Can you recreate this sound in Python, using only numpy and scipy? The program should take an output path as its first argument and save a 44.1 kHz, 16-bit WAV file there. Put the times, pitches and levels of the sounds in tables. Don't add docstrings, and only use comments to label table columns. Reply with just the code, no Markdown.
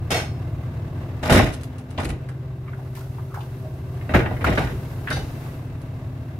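import sys
import numpy as np
from scipy import signal
from scipy.fft import rfft, irfft, next_fast_len
from scipy.io import wavfile
from scipy.ndimage import map_coordinates

SR = 44100
rng = np.random.default_rng(int(sys.argv[2]) if len(sys.argv) > 2 else 0)


def wrap_up_sound(samples):
    columns = np.atleast_2d(samples).T
    tamed = np.clip(columns, -1, 1)
    steps = np.round(tamed * 32767).astype(np.int16)
    wavfile.write(sys.argv[1], SR, steps)


N = 281799
TIME = np.arange(N) / SR


def amp(db):
    return 10 ** (np.asarray(db) / 20)


def unit_rms(x):
    return x / np.sqrt(np.mean(x ** 2) + 1e-20)


def curve(rows):
    return np.interp(TIME, *np.transpose(rows))


def at_hz(points, hz):
    f, value = np.transpose(points)
    return np.interp(np.log(hz + 1), np.log(f), value)


def drift(per_s):
    knots = rng.standard_normal(8192)
    return unit_rms(map_coordinates(knots, [TIME * per_s], order=1, mode="wrap"))


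# f/Hz, correlation
MIC_CORRELATION = [(30, .98), (130, .985), (330, .93), (650, .8), (1300, .2), (3000, .12), (15000, .05)]
def noise(colour, ripple_db=0, ripple_hz=80, peaks=()):
    size = next_fast_len(N)
    hz = np.fft.rfftfreq(size, 1 / SR)
    mid, side = rfft(rng.standard_normal((2, size)))
    same = np.clip(at_hz(MIC_CORRELATION, hz), -1, 1)
    mid, side = mid * np.sqrt(1 + same), side * np.sqrt(1 - same)
    ripple = map_coordinates(rng.uniform(-2.8, 1.4, 4096), [hz / ripple_hz], order=1, mode="wrap")
    peaks_db = sum(db / (1 + (2 * (hz - centre) / width) ** 2) for centre, width, db in peaks)
    gain = amp(at_hz(colour, hz) + peaks_db + ripple_db * ripple * np.minimum(hz / 1500, 1)) * (hz > 22)
    return unit_rms(irfft(np.array([mid + side, mid - side]) * gain, size)[:, :N])


def hit_envelope(times, levels_db, t60, rise):
    power, t = np.zeros(N), TIME[:SR]
    for s, db, decay in zip(times, levels_db, t60 * np.ones(len(times))):
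        hit = amp(db - 60 * t / max(decay, .02)) * (1 - np.exp(-t / rise))
        part = power[max(round(s * SR), 0):][:SR]
        part += hit[:len(part)] ** 2
    return np.sqrt(power)


def ring(times, levels_db, modes, spread, detune=0, rise=0.00032):
    hz, db, t60 = np.transpose(modes)[:, :, None]
    t, out = TIME[:round(SR * t60.max())], np.zeros((2, N))
    decay = amp(db - 60 * t / t60) * (1 - np.exp(-t / rise))
    mic_phase_gap = np.arccos(np.clip(at_hz(MIC_CORRELATION, hz[:, 0]), -1, 1))
    for s, level_db in zip(times, levels_db):
        size, turn, side, sharp = rng.standard_normal((4, len(modes)))
        waves = decay * np.exp(2j * np.pi * hz * (1 + detune * sharp[:, None]) * t)
        phase = 2 * np.pi * turn + np.outer([.5, -.5], mic_phase_gap * np.sign(side))
        hit = (np.exp(spread * size + 1j * phase) @ waves).real
        part = out[:, max(round(s * SR), 0):][:, :len(t)]
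        part += amp(level_db) * hit[:, :part.shape[1]]
    return out


def clack(rows, colour, db, t60, rise, rattle_db):
    s, level_db = np.transpose(rows)[:2]
    body = noise(colour, ripple_db=3.5, ripple_hz=110)
    return body * hit_envelope(s, level_db + db, t60, rise) * amp(rattle_db * drift(500))


# t/s, four-stroke cycle rate/Hz
ENGINE_SPEED = [(0, 6.27), (1.1, 6.25), (1.9, 6.21), (2.5, 6.25), (3.9, 6.255), (4.4, 6.21), (5.15, 6.32),
                (6.39, 6.27)]
def engine_cycles():
    return np.cumsum(curve(ENGINE_SPEED)) / SR


EXHAUST_LINES = list(zip([6, 7, 9, 10, 12, 13, 14, 15.2, 16, 16.5, 18, 19, 24, 27, 40, 47, 54],
                 [-57, -56, -52, -49, -48, -45, -42, -42, -50, -46, -37.5, -44, -40.5, -51, -55, -54, -53]))
# t/s, level/dB
EXHAUST_LEVEL = [(1.1, 1.5), (1.7, -4), (3.5, -4), (4.1, 1), (5.6, -2.5)]
CLATTER_LEVEL = [(.5, -41.5), (1.2, -39.5), (2.45, -45.5), (3.7, -44), (4.3, -39.5), (5.45, -38.5),
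                 (5.7, -42.5)]
# f/Hz, level/dB
RUMBLE_SPECTRUM = [(15, -60), (25, -31), (38, -7.5), (96, 5.5), (119, -1), (147, -8.5), (195, -4.5),
                   (252, -11.5), (292, -35), (345, -9.5), (445, -37.5), (647, -11.5), (900, -34),
                   (1170, -18.5), (1980, -120)]
CLATTER_SPECTRUM = [(300, 6), (650, -2), (1000, -5), (1450, -10.5), (2300, -15.5), (3500, -21), (6000, -28),
                    (10000, -34), (15000, -32.5)]
# f/Hz, width/Hz, boost/dB
TRUCK_PANELS = [(1570, 100, 5), (1720, 50, 4), (2070, 170, 5), (2690, 150, 7), (3720, 70, 5),
                (3920, 120, 3)]
def diesel(cycles, lines_db=1, waver=0.14, rumble_db=-38, throb=0.15):
    lines = 0
    for multiple, db in EXHAUST_LINES:
        strength = amp(db) * (1 + waver * drift(4.4))
        phase = 2 * np.pi * (multiple * cycles + rng.random()) + waver * drift(7.7)
        lines += strength * np.cos(phase)
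    firing = 1 + throb * np.cos(2 * np.pi * 6 * cycles)
    clatter = noise(CLATTER_SPECTRUM, peaks=TRUCK_PANELS) * amp(curve(CLATTER_LEVEL) + drift(40))
    exhaust = np.sqrt(2) * amp(lines_db) * lines + firing * amp(rumble_db) * noise(RUMBLE_SPECTRUM)
    return exhaust * amp(curve(EXHAUST_LEVEL)) + firing * clatter


# harmonic, level running free/dB, level under load/dB
PUMP_HARMONICS = [(1, -37, -32.6), (2, -45, -58), (3, -60, -47), (4, -63, -63), (5, -60, -62)]
# t/s, share 0-1
PUMP_LOAD = [(.1, 0.3), (.6, 0.5), (1.2, 0.25), (1.8, 0), (2.45, 0.75), (4.7, 0.92), (5.3, 0.17)]
# t/s, level/dB
VALVE_LEVEL = [(.4, -67), (1.2, -66), (1.75, -71.5), (2.5, -71), (2.95, -61), (3.85, -62), (4.6, -55),
               (5.47, -55), (5.72, -66)]
# f/Hz, level/dB
VALVE_SPECTRUM = [(1000, -35), (3000, 1), (5000, 1.5), (7500, -2), (10000, -0.5), (12500, 3.5),
                  (15500, -3.5)]
def hydraulics(cycles, strokes_per_cycle=20.56, hiss_db=2, surge_db=1.3):
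    load = np.clip(curve(PUMP_LOAD), 0, 1)
    stroke_phase = 2 * np.pi * strokes_per_cycle * cycles + .1 * drift(7)
    whine = 0
    for harmonic, free_db, loaded_db in PUMP_HARMONICS:
        db = free_db + (loaded_db - free_db) * load + surge_db * drift(12)
        whine += amp(db) * np.cos(harmonic * stroke_phase + 2 * np.pi * rng.random())
    flutter_db = .7 * drift(25)
    hiss = noise(VALVE_SPECTRUM) * amp(curve(VALVE_LEVEL) + hiss_db + flutter_db)
    return np.sqrt(2) * whine + hiss


# t/s, level/dB
LATCH_HITS = [(0.1045, -17.5), (0.1151, -14.5), (0.1424, -18), (0.1654, -19.5), (0.1994, -27.5)]
# f/Hz, level/dB
LATCH_SPECTRUM = [(150, -11.5), (250, -10), (474, -4), (573, -9.5), (669, 0.5), (978, -14), (1670, -10),
                  (2710, -12.5), (4320, -18), (4710, -21), (5130, -12.5), (8000, -28), (13000, -36),
                  (15500, -40)]
# f/Hz, level/dB, t60/s
LATCH_RING = [(669, 0, .22), (1320, 3, .22), (1620, 3, .2), (1900, 3, .18), (2218, 6, .3), (2560, -1, .18),
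              (3241, -2, .26), (3620, -4, .27), (4337, 0, .37), (5070, -2, .22), (5206, -5, .46),
              (5809, -5, .28), (6150, -7, .24), (6500, -5, .24), (6900, -5, .24), (7784, -11, .36),
              (8340, -4, .22), (8930, -7, .24), (9259, -15, .4), (9598, -7, .26), (10380, -11, .25),
              (10930, -7, .22), (11390, -9, .26), (11900, -7, .22), (12240, -12, .17), (12590, -15, .3),
              (12950, -12, .18)]
def latch(ring_db=-19.5):
    clash = clack(LATCH_HITS, LATCH_SPECTRUM, db=-5, t60=0.27, rise=0.0015, rattle_db=1)
    return clash + amp(ring_db) * ring(*np.transpose(LATCH_HITS), LATCH_RING, spread=.1, detune=.0025)


# t/s,
# level/dB, pitch ratio
CLINK_HITS = [(0.105, -28, 1), (1.323, -21, 1), (1.524, -41, 1.06), (1.536, -36, .97), (1.610, -46, 1.03),
              (1.633, -38, 1.2), (1.782, -45, .95), (1.905, -47, 1), (1.999, -39, .9), (2.033, -42, 1),
              (2.045, -32, 1.05), (2.089, -38, 1.1), (2.102, -41, .93), (2.288, -46, .98),
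              (2.955, -49, .85), (3.009, -51, .9), (5.101, -38, 1.04), (5.815, -54, 1.04)]
# f/Hz, level/dB
CLINK_SPECTRUM = [(700, 1), (1500, 9), (3000, 7), (6000, 0.5), (8500, 2.5), (11000, 3), (12500, -11),
                  (15500, -24)]
# f/Hz, level/dB, t60/s
CLINK_RING = [(3908, -3, .14), (5556, 0, .18), (5900, -3, .13), (6364, -1, .2), (6794, -4, .18),
              (7709, -1, .16), (8210, -8, .18), (9550, -4, .14), (9954, -6, .2), (10540, -3, .18),
              (11200, -3, .15), (12000, -6, .2)]
def fittings(ring_db=-17):
    out = clack(CLINK_HITS, CLINK_SPECTRUM, db=0.5, t60=0.079, rise=0.00062, rattle_db=3)
    for s, db, pitch in CLINK_HITS:
        out += ring([s], [db + ring_db], np.multiply(CLINK_RING, [pitch, 1, 1]), spread=.3)
    return out


def rebounds(blows, count=3, gap_s=0.0099, step_db=-8):
    s, db, weight, hardness = np.transpose(blows)[:, :, None]
    bounce = np.arange(count + 1)
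    uneven = rng.uniform(-0.3, 0.18, (len(blows), count + 1)) * (bounce > 0)
    hits = s + gap_s * (bounce + uneven), db + step_db * bounce, weight, hardness
    return np.reshape(np.broadcast_arrays(*hits), (4, -1))


# t/s, level/dB, weight (extra boom)/dB, hardness (extra crash)/dB
BIN_BLOWS = [(1.227, -25.5, 5, -10), (1.255, -20, -10, -15), (1.295, -11.5, 5.5, -12),
             (1.319, -15.5, 5, -9.5), (1.344, -17.5, -1, -5.5), (1.360, -14, 2.5, -15.5),
             (1.386, -14.5, -2, -22), (1.455, -25.5, 2, -13.5), (1.980, -23.5, 1, -18),
             (2.030, -31, 10, -19), (2.086, -31, 9.5, -35), (4.091, -25, 4, -25), (4.137, -12, 5.5, -23),
             (4.25, -29, 10, -36), (4.305, -32.5, 9, -26), (4.408, -28, 8, -22), (4.442, -18.5, -3, -18.5),
             (4.468, -18, 4, -22.5), (4.521, -24, 5, -14), (4.574, -15.5, -0.5, -20.5),
             (4.615, -26, 2, -18), (4.68, -30, 3.5, -20), (5.102, -29, 6.5, -8), (5.165, -35.5, 10, -21)]
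# f/Hz, level/dB
BOOM_SPECTRUM = [(20, -36), (40, -5), (65, 9.5), (130, 10.5), (170, 4), (220, 0.5), (300, 2.5), (450, -2),
                 (800, -14), (3000, -80)]
CLANG_SPECTRUM = [(200, 1), (420, 1), (620, 11.5), (820, 5), (1000, -1.5), (1300, -2), (2000, 2.5),
                  (3000, -8), (4000, -13.5), (8000, -50)]
CRASH_SPECTRUM = [(1500, 1), (3200, 6), (4500, 5), (6500, 2.5), (8500, -7.5), (11000, -2.5), (13000, -8),
                  (16000, -18)]
# f/Hz, level/dB, t60/s
BIN_RING = [(88, 3, .38), (120, 6, .34), (155, 5, .3), (250, 7, .32), (515, -3, .22), (600, 1, .22),
            (625, 1, .25), (667, 0, .22), (838, 2, .25), (1130, -6, .2), (1243, 0, .24), (1477, -1, .28),
            (1560, -4, .22), (1816, -4, .22), (2060, -6, .2), (2610, -10, .2), (2742, -10, .2)]
def dumpster(boom_db=-1, clang_db=-4.5, ring_db=-15, loose_db=-13, edge_db=-12, boom_t60=0.33):
    s, db, weight, hardness = rebounds(BIN_BLOWS)
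    sheets = noise(CLANG_SPECTRUM, ripple_db=3.5, ripple_hz=45) * amp(2.8 * drift(160))
    edges = noise(CRASH_SPECTRUM, ripple_db=4, ripple_hz=110) * amp(2.3 * drift(200))
    boom = noise(BOOM_SPECTRUM) * hit_envelope(s, db + weight + boom_db, boom_t60, rise=0.015)
    clang = sheets * hit_envelope(s, db + clang_db, 0.77 * boom_t60, rise=0.0027)
    crash = edges * hit_envelope(s, db + hardness, 0.98 * boom_t60, rise=0.0054)
    s, db, _, hardness = np.transpose(BIN_BLOWS)
    ringing = ring(s, db + ring_db, BIN_RING, spread=.25, detune=.006, rise=.003)
    for when, blow_db, hard_db in zip(s, db, hardness):
        loose_modes = [(hz, loose_db, .12) for hz in 400 * 7 ** rng.random(7)]
        edge_modes = [(hz, hard_db + edge_db, .16) for hz in 2600 * 4 ** rng.random(8)]
        ringing += ring([when], [blow_db], loose_modes + edge_modes, spread=.3, rise=.003)
    return boom + clang + crash + ringing


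# t/s, level/dB, f/Hz, t60/s
HOLLOW_KNOCKS = [(1.299, -14, 1297, 0.11), (1.327, -18, 1894, 0.079), (1.35, -13.5, 1250, 0.11),
                 (1.370, -8.5, 231, .14), (1.378, -14, 1938, .13), (1.397, -7.5, 707, 0.051),
                 (1.429, -16, 191, 0.11), (1.463, -24, 1890, 0.097), (1.977, -27, 2990, 0.085),
                 (1.985, -26, 999, 0.15), (2.010, -24.5, 1215, 0.063), (2.049, -28, 2316, 0.077),
                 (2.103, -29, 2420, 0.045), (2.287, -36, 1616, 0.099), (2.446, -41, 750, 0.058),
                 (2.731, -33.5, 1500, 0.085), (2.954, -41.5, 1874, 0.15), (3.01, -42.5, 1483, 0.15),
                 (3.183, -33.5, 1050, .08), (3.344, -35.5, 1410, .2), (4.01, -36.5, 2006, 0.097),
                 (4.144, -10, 1804, 0.11), (4.148, -8, 616, 0.064), (4.152, -10, 174, .14),
                 (4.188, -22, 1890, 0.069), (4.258, -22.5, 1845, .11), (4.365, -33, 1850, 0.12),
                 (4.443, -8, 1385, 0.053), (4.464, -19.5, 2180, 0.084), (4.475, -14, 733, 0.067),
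                 (4.574, -16, 1647, 0.095), (4.600, -25, 660, 0.056), (5.072, -22, 1696, 0.16),
                 (5.083, -30, 2530, .08), (5.109, -16.5, 1540, 0.1), (5.169, -26, 754, 0.072)]
# t/s, length/s, level/dB
LOAD_SLIDES = [(2.528, 0.56, -42.5), (3.34, 0.073, -37), (4.184, 0.13, -31), (4.583, 0.13, -40),
               (5.404, 0.1, -49)]
def knocks(ring_db=-3, skirt_db_per_octave=21, mode_count=24, per_slide=6, small_hz=1151):
    hits = list(HOLLOW_KNOCKS)
    for start, length, db in LOAD_SLIDES:
        times = start + length * (np.arange(per_slide) + rng.random(per_slide)) / per_slide
        size, pitch = rng.standard_normal((2, per_slide))
        hits += zip(times, db + 5.5 * size, small_hz * 2 ** (0.71 * pitch), np.full(per_slide, 0.12))
    out = np.zeros((2, N))
    for s, db, hz, t60 in hits:
        octaves = 2.6 * ((np.arange(mode_count) + rng.random(mode_count)) / mode_count - .5)
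        shape_db = -skirt_db_per_octave * abs(octaves)
        shape_db -= 20 * np.log10(np.linalg.norm(amp(shape_db)) / np.sqrt(2))
        modes = np.column_stack([hz * 2 ** octaves, shape_db, np.full(mode_count, t60)])
        out += ring([s], [db + ring_db], modes, spread=.15, rise=0.001)
    return out


# t/s, level/dB
THUD_HITS = [(1.299, -17), (1.318, -16), (1.425, -23), (2.05, -30), (4.44, -26), (4.505, -20), (4.595, -20),
             (4.64, -24), (4.73, -31), (4.91, -33), (5.13, -25), (5.27, -32)]
# f/Hz, level/dB
THUD_SPECTRUM = [(24, -24), (36, -3), (55, 0), (85, 1), (130, -16), (250, -36), (1000, -90)]
def thuds():
    return noise(THUD_SPECTRUM) * hit_envelope(*np.transpose(THUD_HITS), t60=0.42, rise=0.0027)


# t/s, length/s, f/Hz, level/dB, roughness 0-1
HINGE_GROANS = [(2.66, .045, 1200, -49, .8), (3.295, .045, 1280, -50, .9), (3.632, .06, 632, -41, .2)]
def hinges(slips_per_s=330):
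    out = np.zeros(N)
    for s, length, hz, db, rough in HINGE_GROANS:
        swell = np.sin(np.pi * np.clip((TIME - s) / length, 0, 1))
        slips = np.sqrt(2 - 2 * rough) + np.sqrt(rough) * (drift(slips_per_s) + 1j * drift(slips_per_s))
        out += amp(db) * swell * (slips * np.exp(2j * np.pi * hz * TIME)).real
    return out


# t/s, level/dB, t60/s
BAG_CRUSHES = [(2.95, -46.5, 0.58), (3.34, -51, 0.9), (4.145, -33.5, 0.18), (4.438, -38, 0.12)]
# f/Hz, level/dB
BAG_SPECTRUM = [(2000, -1), (5000, -1), (9000, -5.5), (12500, -1), (15500, -5.5)]
def bags(rustle_db=2.5):
    s, db, t60 = np.transpose(BAG_CRUSHES)
    return noise(BAG_SPECTRUM) * hit_envelope(s, db, t60, rise=0.0022) * amp(rustle_db * drift(150))


# t/s, level/dB
BAR_HITS = [(5.104, -41.5), (5.126, -35), (5.16, -41)]
# f/Hz, level/dB, t60/s
BAR_RING = [(1367, -8, .25), (1600, -1, .2), (2056, -3, .27), (2702, -10, .3), (2988, -3, .29),
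            (3365, -11, .28), (3747, 1, .24), (4097, -6, .29), (4300, -8, .22), (4554, -6, .26),
            (4780, -3, .19), (5450, -10, .2), (5900, -8, .2), (6300, -10, .2), (9512, -8, .27),
            (10300, -18, .15)]
def lift_bar(ring_db=1):
    clash = clack(BAR_HITS, CRASH_SPECTRUM, db=-7.5, t60=0.53, rise=.001, rattle_db=1.5)
    return clash + amp(ring_db) * ring(*np.transpose(BAR_HITS), BAR_RING, spread=.1, detune=.003)


def yard(direct, echo_db=-17, t60=0.3, echoes_per_s=1500, delay_s=.02):
    t = TIME[:SR]
    taps = rng.standard_normal((2, SR)) * (rng.random((2, SR)) < echoes_per_s / SR)
    taps *= amp(-60 * t / t60) * (t > delay_s)
    taps = signal.lfilter(*signal.butter(1, [300, 5000], "band", fs=SR), taps)
    tail = signal.fftconvolve(direct, taps / np.linalg.norm(taps[0]), axes=1)[:, :N]
    return direct + amp(echo_db) * tail


def scene():
    cycles = engine_cycles()
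    truck = (diesel(cycles) + hydraulics(cycles)) * amp([[.3], [-.3]])
    tipping = dumpster() + latch() + fittings() + lift_bar() + knocks() + thuds() + bags() + hinges()
    return truck + yard(tipping)


def record(dry, cutoff_hz=15800):
    lowpass = signal.firwin(511, cutoff_hz, window=("kaiser", 9), fs=SR)
    return signal.oaconvolve(np.clip(dry, -1, 1), lowpass[None], "same")


dry = scene()
out = record(dry)
wrap_up_sound(out)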